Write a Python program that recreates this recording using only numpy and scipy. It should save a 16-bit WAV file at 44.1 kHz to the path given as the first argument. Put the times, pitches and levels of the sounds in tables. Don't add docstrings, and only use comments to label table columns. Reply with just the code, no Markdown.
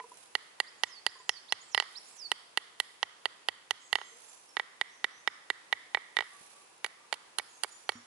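import sys
import numpy as np
from scipy import signal
from scipy.fft import rfft, irfft, next_fast_len
from scipy.io import wavfile
from scipy.ndimage import map_coordinates

SR = 44100
rng = np.random.default_rng(int(sys.argv[2]) if len(sys.argv) > 2 else 0)


def put_to_file(sound):
    columns = np.atleast_2d(sound).T
    safe = np.clip(columns, -1, 1)
    whole_steps = np.round(safe * 32767)
    wavfile.write(sys.argv[1], SR, whole_steps.astype(np.int16))


N = 355446


def amp(db):
    return 10 ** (np.asarray(db) / 20)


def at_energy(db, x):
    return amp(db) * x / np.linalg.norm(x)


def along(points, hz):
    knots_hz, values = np.transpose(points)
    return np.interp(np.log(hz + 1), np.log(knots_hz + 1), values)


def wobble(rate_hz, size):
    knots = rng.standard_normal(int(size * rate_hz / SR) + 4)
    return map_coordinates(knots, [np.arange(size) * rate_hz / SR])


def filtered(x, response):
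    size = next_fast_len(x.shape[-1] + 8192)
    return irfft(rfft(x, size) * response(np.fft.rfftfreq(size, 1 / SR)), size)[..., :x.shape[-1]]


def add(track, start_s, sound):
    part = track[..., round(start_s * SR):][..., :sound.shape[-1]]
    part += sound[..., :part.shape[-1]]


def pan(lean_db):
    return amp(np.vstack([lean_db, -lean_db]) / 2)


def stereo_noise(spectrum, likeness):
    def response(hz):
        angle = np.arccos(np.clip(along(likeness, hz), -1, 1)) / 2
        return amp(along(spectrum, hz)) * [np.cos(angle), np.sin(angle)]
    mid, side = filtered(rng.standard_normal((2, N)), response)
    noise = np.array([mid + side, mid - side])
    return noise / np.sqrt(np.mean(noise ** 2))


def ringing(modes, t, scatter_db=0):
    return sum((-1) ** k * amp(db + scatter_db * rng.standard_normal() - 60 * t / t60_s)
               * np.sin(2 * np.pi * hz * t) for k, (hz, db, t60_s) in enumerate(modes))


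# frequency in Hz, level in the group in dB, t60 in s.
RING_MODES = [(1948.6, 0, 0.031)]
PARTNER_MODES = [(2245, 0, 0.036)]
THUD_MODES = [(404.5, -15.5, 0.018), (851, -0.5, 0.014), (1377, -3.5, 0.0051)]
KNOCK_MODES = [(2755, 3, 0.0066), (3045, 5, 0.0037)]
CLACK_MODES = [(3720, 0, .008)]
EDGE_MODES = [(4194, 0, 0.0086), (4724, -1.5, 0.0072), (5030, -12, 0.0094), (6100, -11, 0.0072)]
# frequency in Hz, gain in dB.
SNAP_SPECTRUM = [(5000, -69), (6500, -4), (7600, -4.5), (9600, -5), (10900, -1)]
# partner, knock, clack, edge and snap energy in dB re the blow.
FACES = [(-11.5, 1, -16, -0.5, -3.5), (-12.5, 3.5, -11, -3, -0.5), (-8.5, 0, -8.5, -7.5, -3),
         (0, -7, -10, -6, -1.5)]


def coconut_shell(t, face, ring_db, sharp_db):
    per_ring, per_sharp = np.array([[1, -0.79, 1, -0.68, -0.5], [-0.33, 0.72, 0.24, 0.87, 1.5]])
    levels_db = FACES[face] + ring_db * per_ring + sharp_db * per_sharp
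    partner_db, knock_db, clack_db, edge_db, snap_db = levels_db
    grip = (1 - np.exp(-t / .0005)) * amp(-60 * (t / .028) ** 2)
    shell = at_energy(ring_db, grip * ringing(RING_MODES, t))
    shell += at_energy(partner_db, grip * ringing(PARTNER_MODES, t))
    shell -= at_energy(1.0, ringing(THUD_MODES, t, scatter_db=1.66))
    shell += at_energy(knock_db, ringing(KNOCK_MODES, t))
    shell -= at_energy(clack_db, ringing(CLACK_MODES, t))
    shell -= at_energy(edge_db, ringing(EDGE_MODES, t, scatter_db=6.5))
    snap = filtered(rng.standard_normal(len(t)), lambda hz: amp(along(SNAP_SPECTRUM, hz)))
    return shell + at_energy(snap_db, amp(-60 * t / .009) * snap)


def moss_return(x, share=.2, delay_s=.00058):
    return share * np.pad(x, (round(delay_s * SR), 0))[:len(x)]


def soil_thump(t, db):
    return amp(db - 60 * t / 0.091) * np.sin(np.pi * t / t[-1]) * np.sin(2 * np.pi * 102 * t)


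def close_scatter(x, t):
    tail = rng.standard_normal((2, len(t))) * amp(-60 * t / .022)
    return signal.fftconvolve(x[None], tail / np.linalg.norm(tail[0]), axes=1)


# frequency in Hz, t60 in s.
TRUNK_DECAY = [(200, 0.26), (1500, 0.82), (5000, 0.85), (10000, 0.92)]


def trunk_echoes(x, gap_s, swell_s, reach_s=0.26):
    hz, frame_s, bins = signal.stft(rng.standard_normal((2, SR // 2)), SR, nperseg=256)
    decay = amp(-60 * frame_s / along(TRUNK_DECAY, hz)[:, None])
    tail = signal.istft(bins * decay, SR, nperseg=256)[1]
    t = np.arange(tail.shape[1]) / SR
    swell = 1 - np.exp(-np.clip(t - gap_s, 0, None) / swell_s)
    tail = tail * swell / np.sqrt(1 + (t / reach_s) ** 6)
    return signal.fftconvolve(x[None], tail / np.linalg.norm(tail[0]), axes=1)


# start in s, relative level in dB, ring in dB re the blow, sharpness in dB.
BLOWS = [(0.0002, -33, -8, -30), (0.3522, -22, 1.5, 2), (0.6014, -21.5, 2.5, 2.5), (0.8354, -21, 0.5, 2.5),
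         (1.0651, -22.5, 0, 5), (1.2933, -23, 1, 6), (1.5234, -22, -0.5, 3.5), (1.7473, -21, -2, 1),
         (1.777, -21, 3.5, -1), (1.8003, -22, -2, 0), (1.824, -32, -4, -11), (2.3169, -22, -1.5, 0),
         (2.5741, -22, 0.5, 2), (2.8007, -24.5, 2.5, 5.5), (3.0295, -20.5, -3, -5.5),
         (3.256, -21.5, -2, -3), (3.4861, -22, -1.5, -1), (3.7085, -22, -1.5, -1.5),
         (3.9289, -21.5, 2.5, 1.5), (3.955, -21.5, 1, -0.5), (3.9861, -33.5, -6, -24),
         (4.0147, -33, -11, -25), (4.5686, -23.5, 2, -3.5), (4.597, -24.5, 2.5, -7.5),
         (4.8126, -23.5, 5.5, 1.5), (5.0433, -23, 5, 1.5), (5.2754, -20, 2, -2.5), (5.5017, -23, 4, 0),
         (5.727, -21.5, 5.5, -0.5), (5.9472, -20.5, 4.5, -5), (5.972, -26, -6.5, -31),
         (6.168, -23.5, 6.5, 2.5), (6.188, -22.5, 1.5, -7), (6.2068, -26, 1.5, -5.5),
         (6.2232, -35.5, -6, -16), (6.845, -25.5, 2, 2.5), (6.8627, -37, -5, 1.5), (7.1267, -22, -4.5, -1),
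         (7.1409, -38.5, -9, 2.5), (7.3855, -27, -6.5, 5), (7.3963, -30, -3, -9),
         (7.6354, -27.5, -3.5, 7.5), (7.6449, -27.5, -17, -26), (7.8919, -19, -6, -5),
         (7.9199, -43.5, -6, 0)]
# frequency in Hz, left minus right in dB.
NUT_LEAN = [(60, -3.0), (120, -1.5), (220, 0.5), (430, -4.0), (830, -4.5), (1590, -14.5), (3060, -11.5),
            (5900, -7.5), (11400, -10.0)]
# frequency in Hz, gain in dB.
ECHO_COLOUR = [(300, -19), (700, -17), (1150, 6), (1550, 4), (1950, 9.5), (2250, 5), (2600, -15),
               (3100, -2), (3500, -2), (4000, -5), (4400, -4.5), (5100, 4), (5600, -4), (11000, -6)]


def knife_blows(pause_s=.4, bounce_s=.1, split_s=6.5, sink_db_per_s=9):
    direct, ground = np.zeros((2, N))
    close, far = np.zeros((2, 2, N))
    t = np.arange(SR // 8) / SR
    low_cut = signal.butter(5, 296, "high", fs=SR, output="sos")
    face, last_s, round_start_s = 0, 0, 0
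    for start_s, db, ring_db, sharp_db in BLOWS:
        if start_s - last_s > pause_s:
            face, round_start_s = face + 1, start_s
        is_bounce = start_s - last_s < bounce_s
        last_s = start_s
        shell = coconut_shell(t, face, ring_db, sharp_db)
        blow = signal.sosfilt(low_cut, amp(db + 14) * (shell + moss_return(shell)))
        attack = blow * amp(-60 * t / .007)
        close_db = -4 if start_s > split_s else -9
        add(direct, start_s, blow)
        add(close, start_s + .0006, amp(close_db) * close_scatter(attack, t))
        add(far, start_s, trunk_echoes(attack, gap_s=0.013, swell_s=0.018))
        thump_db = db - 43 + sink_db_per_s * (start_s - round_start_s) - 9 * is_bounce
        add(ground, start_s, soil_thump(t, thump_db))
    left_lag = lambda hz: np.exp(np.outer([-1, 1], 1j * np.pi * hz * .00004))
    direct = filtered(direct, lambda hz: pan(along(NUT_LEAN, hz)) * left_lag(hz))
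    echoes = amp(-11) * pan(-3.5) * filtered(far, lambda hz: amp(along(ECHO_COLOUR, hz)))
    return direct + pan(-17) * close + echoes + ground


# frequency in Hz, relative density in dB.
AIR_SPECTRUM = [(18, -63), (30, -37), (146, -17.5), (257, -15), (291, -11.5), (477, -8), (596, -10),
                (745, -7), (1000, -5), (1110, -8.5), (2100, -12.5), (2620, -10), (3040, -14.5),
                (11000, -18.5), (14300, -28), (22000, -120)]
# frequency in Hz, left-right correlation.
AIR_LIKENESS = [(60, 0.99), (220, 0.42), (830, -0.012), (3060, 0.0058), (11400, -0.12)]


def forest_air():
    gain = amp(-60 + 0.69 * wobble(3.24, size=N))
    return gain * pan(-0.41) * stereo_noise(AIR_SPECTRUM, AIR_LIKENESS)


# start in s, level in dB, frequency in Hz, t60 in s.
PLINKS = [(.004, -36, 1008, 0.073), (0.04, -39.5, 990, 0.044), (0.117, -41, 990, 0.052),
          (1.156, -48, 1053, 0.076), (1.199, -47.5, 1017, 0.094), (6.41, -51, 210, 0.022),
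          (7.953, -47.5, 240, 0.22)]


def plinks():
    out, t = np.zeros(N), np.arange(SR // 8) / SR
    onset = (1 - np.exp(-t / 0.00081)) ** 2
    for start_s, db, hz, t60_s in PLINKS:
        add(out, start_s, amp(db) * onset * ringing([(hz, 0, t60_s), (.44 * hz, -12, t60_s)], t))
    return pan(-2.5) * out


def whistle(shape, waver_hz, waver_db, buzz):
    knots_s, hz, db = np.transpose(shape)
    t = np.arange(round(knots_s[-1] * SR)) / SR
    pitch_hz = np.interp(t, knots_s, hz) + waver_hz * wobble(92.3, size=len(t))
    pitch_hz += np.interp(t, *np.transpose(buzz)) * wobble(700, size=len(t))
    level_db = np.interp(t, knots_s, db) + waver_db * wobble(76.4, size=len(t))
    fades = np.clip(np.minimum(t, knots_s[-1] - t) / 0.0058, 0, 1)
    return fades * amp(level_db) * np.sin(2 * np.pi * np.cumsum(pitch_hz) / SR)


def far_notes(notes, lean_db, waver_hz, waver_db, wet_db, buzz_hz):
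    out = np.zeros((2, N))
    for start_s, length_s, first_hz, last_hz, db in notes:
        middle_hz = (first_hz + last_hz) / 2
        shape = [(0, first_hz, db - 8), (length_s / 2, middle_hz, db), (length_s, last_hz, db - 7)]
        note = whistle(shape, waver_hz, waver_db, buzz=[(0, buzz_hz)])
        add(out, start_s, pan(lean_db) * note)
        add(out, start_s, amp(wet_db) * trunk_echoes(note, gap_s=0.012, swell_s=0.0033))
    return out


# start in s, length in s, first and last pitch in Hz, level in dB.
HOOTS = [(.02, 0.056, 453, 506, -58), (.68, .1, 470, 474, -70), (4.11, 0.08, 455, 483, -65),
         (6.3, 0.09, 1160, 1136, -58), (6.52, .12, 1166, 1154, -64.5), (6.97, 0.11, 1180, 1180, -61)]


def hoots():
    return far_notes(HOOTS, lean_db=-2, waver_hz=4.3, waver_db=3.5, wet_db=-0.5, buzz_hz=14)


# middle in s, hold in s, level in dB.
RUSTLES = [(.2, 0.043, -55.5), (2.08, 0.08, -53.5), (4.3, 0.086, -53), (6.3, 0.099, -87),
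           (6.48, 0.1, -54.5), (7.72, 0.13, -58)]
# start in s, level in dB.
FOLD_SNAPS = [(0.12, -47), (0.142, -49), (0.172, -45), (0.19, -61), (0.238, -55), (0.258, -47)]
# frequency in Hz, relative density in dB.
CLOTH_SPECTRUM = [(150, -70), (600, -3), (2000, -7.5), (5000, -6), (8000, -5), (10500, 0)]


def sleeve(rise_db_per_s=46, fall_db_per_s=53):
    t, gain = np.arange(N) / SR, np.zeros(N)
    for middle_s, hold_s, db in RUSTLES:
        before_s = np.clip(middle_s - hold_s / 2 - t, 0, None)
        after_s = np.clip(t - middle_s - hold_s / 2, 0, None)
        gain += amp(db - rise_db_per_s * before_s - fall_db_per_s * after_s)
    gain *= amp(2.77 * wobble(150, size=N))
    for start_s, db in FOLD_SNAPS:
        add(gain, start_s, amp(db - 60 * t[:SR // 100] / 0.012))
    return pan(-8.5) * gain * stereo_noise(CLOTH_SPECTRUM, likeness=[(5000, -0.28)])


# time into the note in s, pitch in Hz, relative level in dB.
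RISE_SHAPE = [(0, 3100, -22), (.015, 4200, -6), (.03, 5100, 0), (.045, 5800, -8)]
FALL_SHAPE = [(0, 7000, -22), (.015, 6750, -13), (.05, 8300, -21), (.1, 7300, -17), (.135, 5600, -7),
              (.16, 5000, -2), (.195, 4500, 0), (.21, 4420, -3), (.23, 4450, -18)]
# time into the note in s, pitch jitter in Hz.
FALL_BUZZ = [(.02, -7), (.035, 700), (0.098, 302), (.125, 598), (0.146, 0)]
# start in s, level in dB, boost of the note's opening in dB.
RISE_NOTES = [(.655, -58, 6), (1.065, -58, 11), (1.48, -50, 10), (1.945, -43, 2)]
FALL_NOTES = [(.775, -52.5, 1), (1.18, -52.5, 3), (1.605, -50.5, 6), (2.06, -45.5, 0)]


def near_bird():
    out = np.zeros((2, N))
    for notes, shape, buzz in (RISE_NOTES, RISE_SHAPE, [(0, 0)]), (FALL_NOTES, FALL_SHAPE, FALL_BUZZ):
        knots_s, hz, shape_db = np.transpose(shape)
        opening = np.clip(1.5 - 2.5 * knots_s / knots_s[-1], 0, 1)
        for start_s, db, opening_db in notes:
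            contour = np.transpose([knots_s, hz, shape_db + opening_db * opening])
            note = amp(db) * whistle(contour, waver_hz=40, waver_db=2.5, buzz=buzz)
            add(out, start_s, pan(-15) * note)
            add(out, start_s, amp(-4) * trunk_echoes(note, gap_s=0.001, swell_s=0.001))
    return out


# start in s, length in s, first and last pitch in Hz, level in dB.
FAR_BIRD_NOTES = [(3.8, 0.085, 7700, 7600, -64), (3.8, 0.17, 6670, 6500, -65),
                  (3.99, 0.16, 6650, 6200, -63), (4.04, 0.081, 7450, 7400, -61),
                  (4.26, 0.069, 7330, 7200, -60), (4.23, 0.13, 6500, 5950, -63),
                  (4.48, 0.053, 5550, 5300, -63), (4.9, 0.11, 5570, 6100, -68),
                  (4.9, 0.088, 6200, 6400, -67), (4.86, 0.074, 5500, 5650, -70),
                  (5.1, 0.12, 5720, 6350, -63.5), (5.17, 0.063, 6600, 6900, -73),
                  (7.455, 0.12, 6800, 6700, -64), (7.48, .1, 7740, 7500, -68), (7.5, .1, 6150, 6350, -70),
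                  (7.69, 0.067, 6900, 7100, -62), (7.69, .1, 5900, 5900, -66),
                  (7.86, 0.03, 6050, 6050, -60), (7.92, 0.077, 6730, 6780, -63.5),
                  (7.92, 0.068, 5550, 5520, -63.5)]


def far_birds():
    return far_notes(FAR_BIRD_NOTES, lean_db=-8, waver_hz=40, waver_db=4, wet_db=1, buzz_hz=60)


def scene():
    background = forest_air() + far_birds() + hoots()
    return background + knife_blows() + near_bird() + plinks() + sleeve()


def record(dry):
    step_hz, top_hz = 11010, 14000

    def response(hz):
        above_hz = np.clip(hz - step_hz, 0, None)
        return (hz < top_hz) * amp(-24 * np.minimum(above_hz / 200, 1) - 0.01 * above_hz)
    return filtered(dry, response)


dry = scene()
out = record(dry)
put_to_file(out)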